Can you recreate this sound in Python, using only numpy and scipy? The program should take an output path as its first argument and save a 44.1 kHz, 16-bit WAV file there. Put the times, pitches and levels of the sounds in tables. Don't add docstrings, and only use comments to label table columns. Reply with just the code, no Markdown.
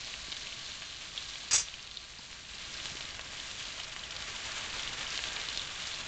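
import sys
import numpy as np
from scipy import signal
from scipy.fft import rfft, irfft, next_fast_len
from scipy.io import wavfile

SR = 44100
rng = np.random.default_rng(int(sys.argv[2]) if len(sys.argv) > 2 else 0)


def transcribe(u):
    v = np.clip(np.atleast_2d(u).T, -1, 1)
    q = np.round(v * 32767).astype(np.int16)
    wavfile.write(sys.argv[1], SR, q)


N = 267687
TIME_S = np.arange(N) / SR


def from_db(db):
    return 10 ** (np.asarray(db) / 20)


def rms_one(x):
    return x / np.sqrt(np.mean(x ** 2) + 1e-20)


def in_time(rows):
    time_s, *columns = np.transpose(rows)
    return [np.interp(TIME_S, time_s, column) for column in columns]


def coloured(x, points):
    size = next_fast_len(len(x) + 4096)
    hz, db = np.transpose(points)
    bins_hz = np.maximum(np.fft.rfftfreq(size, 1 / SR), 1)
    gain = from_db(np.interp(np.log(bins_hz), np.log(hz), db))
    return irfft(rfft(x, size) * gain, size)[:len(x)]


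def drift(rate_hz):
    knots = rng.standard_normal(4000)
    return rms_one(np.interp(TIME_S * rate_hz, np.arange(len(knots)), knots))


def dying(t_s, t60_s):
    return np.exp(-np.log(1000) * t_s / t60_s)


def add(out, start_s, sound):
    start = max(round(start_s * SR), 0)
    out[start:start + len(sound)] += sound[:N - start]


def resonance(x, hz, width_hz):
    return signal.lfilter(*signal.iirpeak(hz, hz / width_hz, fs=SR), x)


def bursts(rows, length):
    out, t_s = np.zeros(N), TIME_S[:SR // 20]
    turns = rng.random(len(rows))
    for (start_s, peak_db, hz, width_hz), turn in zip(rows, turns):
        age = 2 * np.pi * width_hz * t_s / length
        envelope = age * np.exp(1 - age)
        add(out, start_s, from_db(peak_db) * envelope * np.sin(2 * np.pi * (hz * t_s + turn)))
    return out


# (frequency [Hz], relative density [dB per Hz])
RUMBLE_COLOUR = [(12, -1.5), (25, -2), (45, 0), (65, -1.5), (90, -3.5), (125, -4.5), (200, -9),
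                 (400, -16.5), (1000, -32), (4000, -59)]
# (time [s], level [dB])
RUMBLE_LEVEL_DB = [(0, -57), (1.5, -58), (2.1, -60.5), (2.8, -54.5), (3.8, -56.5), (4.8, -52.5),
                   (6.07, -55)]
HUM_HZ, HUM_RMS_DB = 60, -68


def room_floor():
    rumble_db, = in_time(RUMBLE_LEVEL_DB)
    rumble = from_db(rumble_db) * rms_one(coloured(rng.standard_normal(N), RUMBLE_COLOUR))
    hum = from_db(HUM_RMS_DB) * np.sqrt(2) * np.sin(2 * np.pi * HUM_HZ * TIME_S)
    return rumble + hum


# (time [s], peak level [dB], pitch [Hz], bandwidth [Hz])
KNOCK_BURSTS = [(0.283, -44, 300, 90.5), (2.19, -47, 247, 70), (2.192, -46, 950, 110),
                (2.918, -41.5, 170, 50), (2.952, -40.5, 338, 90)]


def knocks():
    return bursts(KNOCK_BURSTS, length=0.79)


# (time [s], relative ring level [dB], relative crack level [dB])
CONTACTS = [(1.5102, -29, -25.5), (1.516, -36, -26), (1.5314, -21, -21.5), (1.539, -21, -48),
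            (1.5445, -35.5, -24), (1.552, -18.5, -34.5), (1.559, -30, -25.5), (1.5805, -28, -26.5),
            (1.595, -37, -32.5)]
# (frequency [Hz], relative level [dB], t60 [s])
UTENSIL_MODES = [(3480, -20, .2), (4468, -15, .2), (4921, 4, 0.16), (5685, 0, .21), (5778, -5, .17),
                 (5830, -9, .13), (6024, -15, .12), (6223, -13, .13), (6292, 0, .15), (6330, -3, .12),
                 (6583, -4, .18), (6880, -14, .12), (7000, -15, .12), (7096, -2, .14), (7142, -4, .13),
                 (7300, -5, .13), (7728, 0, 0.11), (8270, 1, .14)]
# (frequency [Hz], relative density [dB per Hz])
CRACK_COLOUR = [(60, -5), (150, -11), (350, -12), (700, -9), (1300, -4.5), (2500, -1), (4000, -1),
                (5500, 0.5), (7200, 0), (9000, 0)]


def utensil(ring_db, crack_db, crack_t60_s, uneven_db, grit_db):
    rings, cracks, t_s = np.zeros(N), np.zeros(N), TIME_S[:SR // 2]
    hz, mode_db, t60_s = np.transpose(UTENSIL_MODES)[:, :, None]
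    for start_s, strike_db, snap_db in CONTACTS:
        strengths = from_db(strike_db + mode_db + uneven_db * rng.standard_normal(hz.shape))
        phases = 2 * np.pi * (hz * t_s + rng.random(hz.shape))
        add(rings, start_s, np.sum(strengths * dying(t_s, t60_s) * np.sin(phases), axis=0))
        crack = dying(t_s, crack_t60_s) * rng.standard_normal(len(t_s))
        add(cracks, start_s, from_db(snap_db) * crack)
    gritty = cracks * from_db(grit_db * drift(600))
    return from_db(ring_db) * rings + from_db(crack_db) * coloured(gritty, CRACK_COLOUR)


# (frequency [Hz], width [Hz], boost [dB])
PAN_MODES = [(619, 90, 4), (1142, 120, 3), (1623, 60, 4), (2950, 87, 2.5), (3310, 120, -1)]


def pan(x):
    out = x
    for hz, width_hz, boost_db in PAN_MODES:
        out = out + (from_db(boost_db) - 1) * resonance(x, hz, width_hz)
    return out


def kitchen(x, near_db, near_t60_s, far_db, far_t60_s):
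    t_s = TIME_S[:SR // 3]
    near = rng.standard_normal(len(t_s)) * dying(t_s, near_t60_s) * (t_s > .0008)
    far = rng.standard_normal(len(t_s)) * dying(t_s, far_t60_s) * (t_s > .004)
    near_echoes = from_db(near_db) * near / np.linalg.norm(near)
    far_echoes = from_db(far_db) * far / np.linalg.norm(far)
    return x + signal.fftconvolve(x, near_echoes + far_echoes)[:N]


AFTER_GAP_S, AFTER_LOSS_DB, AFTER_SPREAD_OCTAVES = .0019, 7, .12
SNAP_LOSS_DB, SNAP_HZ, SNAP_WIDTH_HZ = 12, 6800, 2200


def spitting(rows, length, count=4):
    waves = list(rows)
    for start_s, db, hz, width_hz in rows:
        waves.append((start_s, db - SNAP_LOSS_DB, SNAP_HZ, SNAP_WIDTH_HZ))
        for k in range(1, count):
            early, pitch = rng.uniform(-1, 1, 2)
            after_s = start_s + AFTER_GAP_S * (k - early / 2)
            after_hz = hz * 2 ** (AFTER_SPREAD_OCTAVES * pitch)
            waves.append((after_s, db - k * AFTER_LOSS_DB, after_hz, width_hz))
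    return bursts([wave for wave in waves if wave[0] < TIME_S[-1]], length)


# (time [s], peak level [dB], pitch [Hz], bandwidth [Hz])
LOUD_SPITS = [(0.1397, -25.5, 2700, 650.0), (0.3191, -23.5, 3700, 860.0), (0.3256, -21.5, 3620, 1180.0),
              (0.3677, -24.5, 3660.0, 1040.0), (0.8214, -24, 2850, 1550.0), (1.1772, -20.5, 3480.0, 450.0),
              (1.2549, -31, 4160, 980.0), (1.685, -27, 3240, 850.0), (1.7403, -28.5, 2860, 500.0),
              (1.9129, -29.0, 3430, 1000.0), (1.9716, -24.5, 3800, 510.0), (2.329, -29.5, 2800.0, 1240.0),
              (2.8566, -20.5, 3440, 1600.0), (2.9698, -27, 2740.0, 1250.0), (3.0085, -20.5, 3450, 1840.0),
              (3.15, -29, 3500.0, 1500.0), (3.1941, -23.5, 2310.0, 1410.0), (3.654, -25.5, 3580, 1500.0),
              (3.8008, -24.0, 3000.0, 990.0), (3.8348, -26.5, 4240, 1290.0), (3.9637, -23, 2080, 1220.0),
              (4.165, -23, 3820.0, 1180.0), (4.2237, -23, 3600, 1390.0), (4.7415, -23.5, 2640.0, 1190.0),
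              (4.8759, -21.5, 3410.0, 660.0), (5.013, -23.5, 3100.0, 1190.0), (5.1765, -17.5, 3640, 1350.0),
              (5.1911, -22.0, 2370.0, 1010.0), (5.2392, -17.5, 3130, 1060.0), (5.3637, -21.5, 3720, 830.0),
              (5.4874, -19.5, 3840, 990.0), (5.5745, -16.5, 4140, 1180.0), (5.595, -23.5, 3600.0, 360.0),
              (5.941, -26, 4030.0, 880.0), (6.0065, -27, 3450.0, 720.0)]
SMALL_SPITS_PER_S, SMALL_SPIT_OVER_DB, SMALL_SPIT_SPREAD_DB = 28, 14, 2.1
SMALL_SPIT_HZ, SMALL_SPIT_SPREAD_OCTAVES, SMALL_SPIT_WIDTH_HZ = 3670, 0.29, 940


def spit_rows():
    size, pitch, spread = rng.standard_normal((600, 3)).T
    start_s = np.cumsum(rng.exponential(1, len(size))) / SMALL_SPITS_PER_S
    sizzle_db = np.interp(start_s, TIME_S, in_time(FRYING_LEVELS)[0])
    db = sizzle_db + SMALL_SPIT_OVER_DB + SMALL_SPIT_SPREAD_DB * size
    hz = SMALL_SPIT_HZ * 2 ** (SMALL_SPIT_SPREAD_OCTAVES * pitch)
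    width_hz = SMALL_SPIT_WIDTH_HZ * 2 ** (spread / 2)
    return list(LOUD_SPITS) + list(zip(start_s, db, hz, width_hz))


def spits_in_pan(spots=6):
    rows, out = spit_rows(), 0
    for k in range(spots):
        spits = spitting(rows[k::spots], length=1.19)
        out = out + kitchen(spits, near_db=-9, near_t60_s=0.036, far_db=-12.5, far_t60_s=0.16)
    return out


# (time [s], relative sizzle level [dB], share of low juice bubbling [dB])
FRYING_LEVELS = [(0.0, -46, -6.5), (0.1, -44.5, -6), (1.09, -48.0, -5.5), (1.19, -45.0, -6.5),
                 (1.89, -50.5, -4.5), (2.39, -51.5, -4.5), (2.79, -43, -5.5), (3.18, -47.5, -1.5),
                 (3.48, -43.5, -6), (4.08, -46, -2.5), (4.38, -42.5, -2.5), (5.07, -41.5, -2.5),
                 (5.17, -39, -6.5), (5.37, -42, -2), (5.57, -42.5, -5), (5.77, -43.5, -3),
                 (5.87, -40.5, -7), (6.07, -43.5, -2.5)]
# (frequency [Hz], relative density [dB per Hz])
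SIZZLE_COLOUR = [(100, -23), (250, -10.5), (450, -11.5), (900, -8), (1500, -5.5), (2300, -2), (3500, -0.5),
                 (4300, -2.5), (5200, -6.5), (6300, -6.5), (7400, -6.5), (9000, -12)]
SPRAY_FOLLOWS = 0.92


def sizzle(bubbles_per_s, size_db, clump_db, flutter_db, surge_db, steam_share):
    level_db, juice_db = in_time(FRYING_LEVELS)
    spray_db = (SPRAY_FOLLOWS - 1) * level_db
    juice_swing_db = juice_db - np.median(juice_db)
    spray_swing_db = spray_db - np.median(spray_db)
    out, clumps, surges = 0, drift(45), drift(25)
    for hz in np.geomspace(300, 8400, 13):
        born = rng.random(N) < bubbles_per_s / SR * from_db(clump_db * clumps)
        sizes = from_db(size_db * np.minimum(rng.exponential(1, N), 4.5)) * rng.choice([-1, 1], N)
        drive = rms_one(born * sizes) + steam_share * rng.standard_normal(N)
        edges_hz = [hz / np.sqrt(2), hz * np.sqrt(2)]
        grains = signal.sosfilt(signal.butter(2, edges_hz, "band", fs=SR, output="sos"), drive)
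        low = np.interp(hz, [1900, 3000], [1, 0])
        high = np.interp(hz, [3900, 5600], [0, 1])
        balance_db = low * juice_swing_db + high * spray_swing_db
        balance_db = balance_db + (1 - low - high) * surge_db * surges
        out = out + grains * from_db(balance_db + flutter_db * drift(60))
    return from_db(level_db) * rms_one(coloured(out, SIZZLE_COLOUR))


# (time [s], boost [dB])
EDGE_BOOST = [(2.35, 3), (2.9, -0.5)]
EDGE_HZ, EDGE_WIDTH_HZ = 4200, 800


def edge(x):
    boost_db, = in_time(EDGE_BOOST)
    return x + (from_db(boost_db) - 1) * resonance(x, EDGE_HZ, EDGE_WIDTH_HZ)


def scene():
    clatter = utensil(ring_db=-9.5, crack_db=0.6, crack_t60_s=0.15, uneven_db=5.5, grit_db=1.5)
    room = knocks() + room_floor()
    bubbles = from_db(1.34) * sizzle(bubbles_per_s=800, size_db=2.5, clump_db=2.0,
                                     flutter_db=0.52, surge_db=-0.17, steam_share=0.49)
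    bubbles = kitchen(edge(bubbles), near_db=-28, near_t60_s=0.02, far_db=-11.5, far_t60_s=0.22)
    frying = pan(bubbles + spits_in_pan())
    return (frying + clatter + room)[None]


# (frequency [Hz], gain [dB])
MICROPHONE_RESPONSE = [(7400, 0), (7700, -4.5), (8000, -14), (8350, -10), (8600, -14.5), (8900, -23.5),
                       (9200, -52)]
CUTOFF_HZ = 9146


def record(dry):
    top_cut = signal.ellip(10, .1, 80, CUTOFF_HZ, fs=SR, output="sos")
    return signal.sosfilt(top_cut, coloured(dry[0], MICROPHONE_RESPONSE))[None]


dry = scene()
out = record(dry)
transcribe(out)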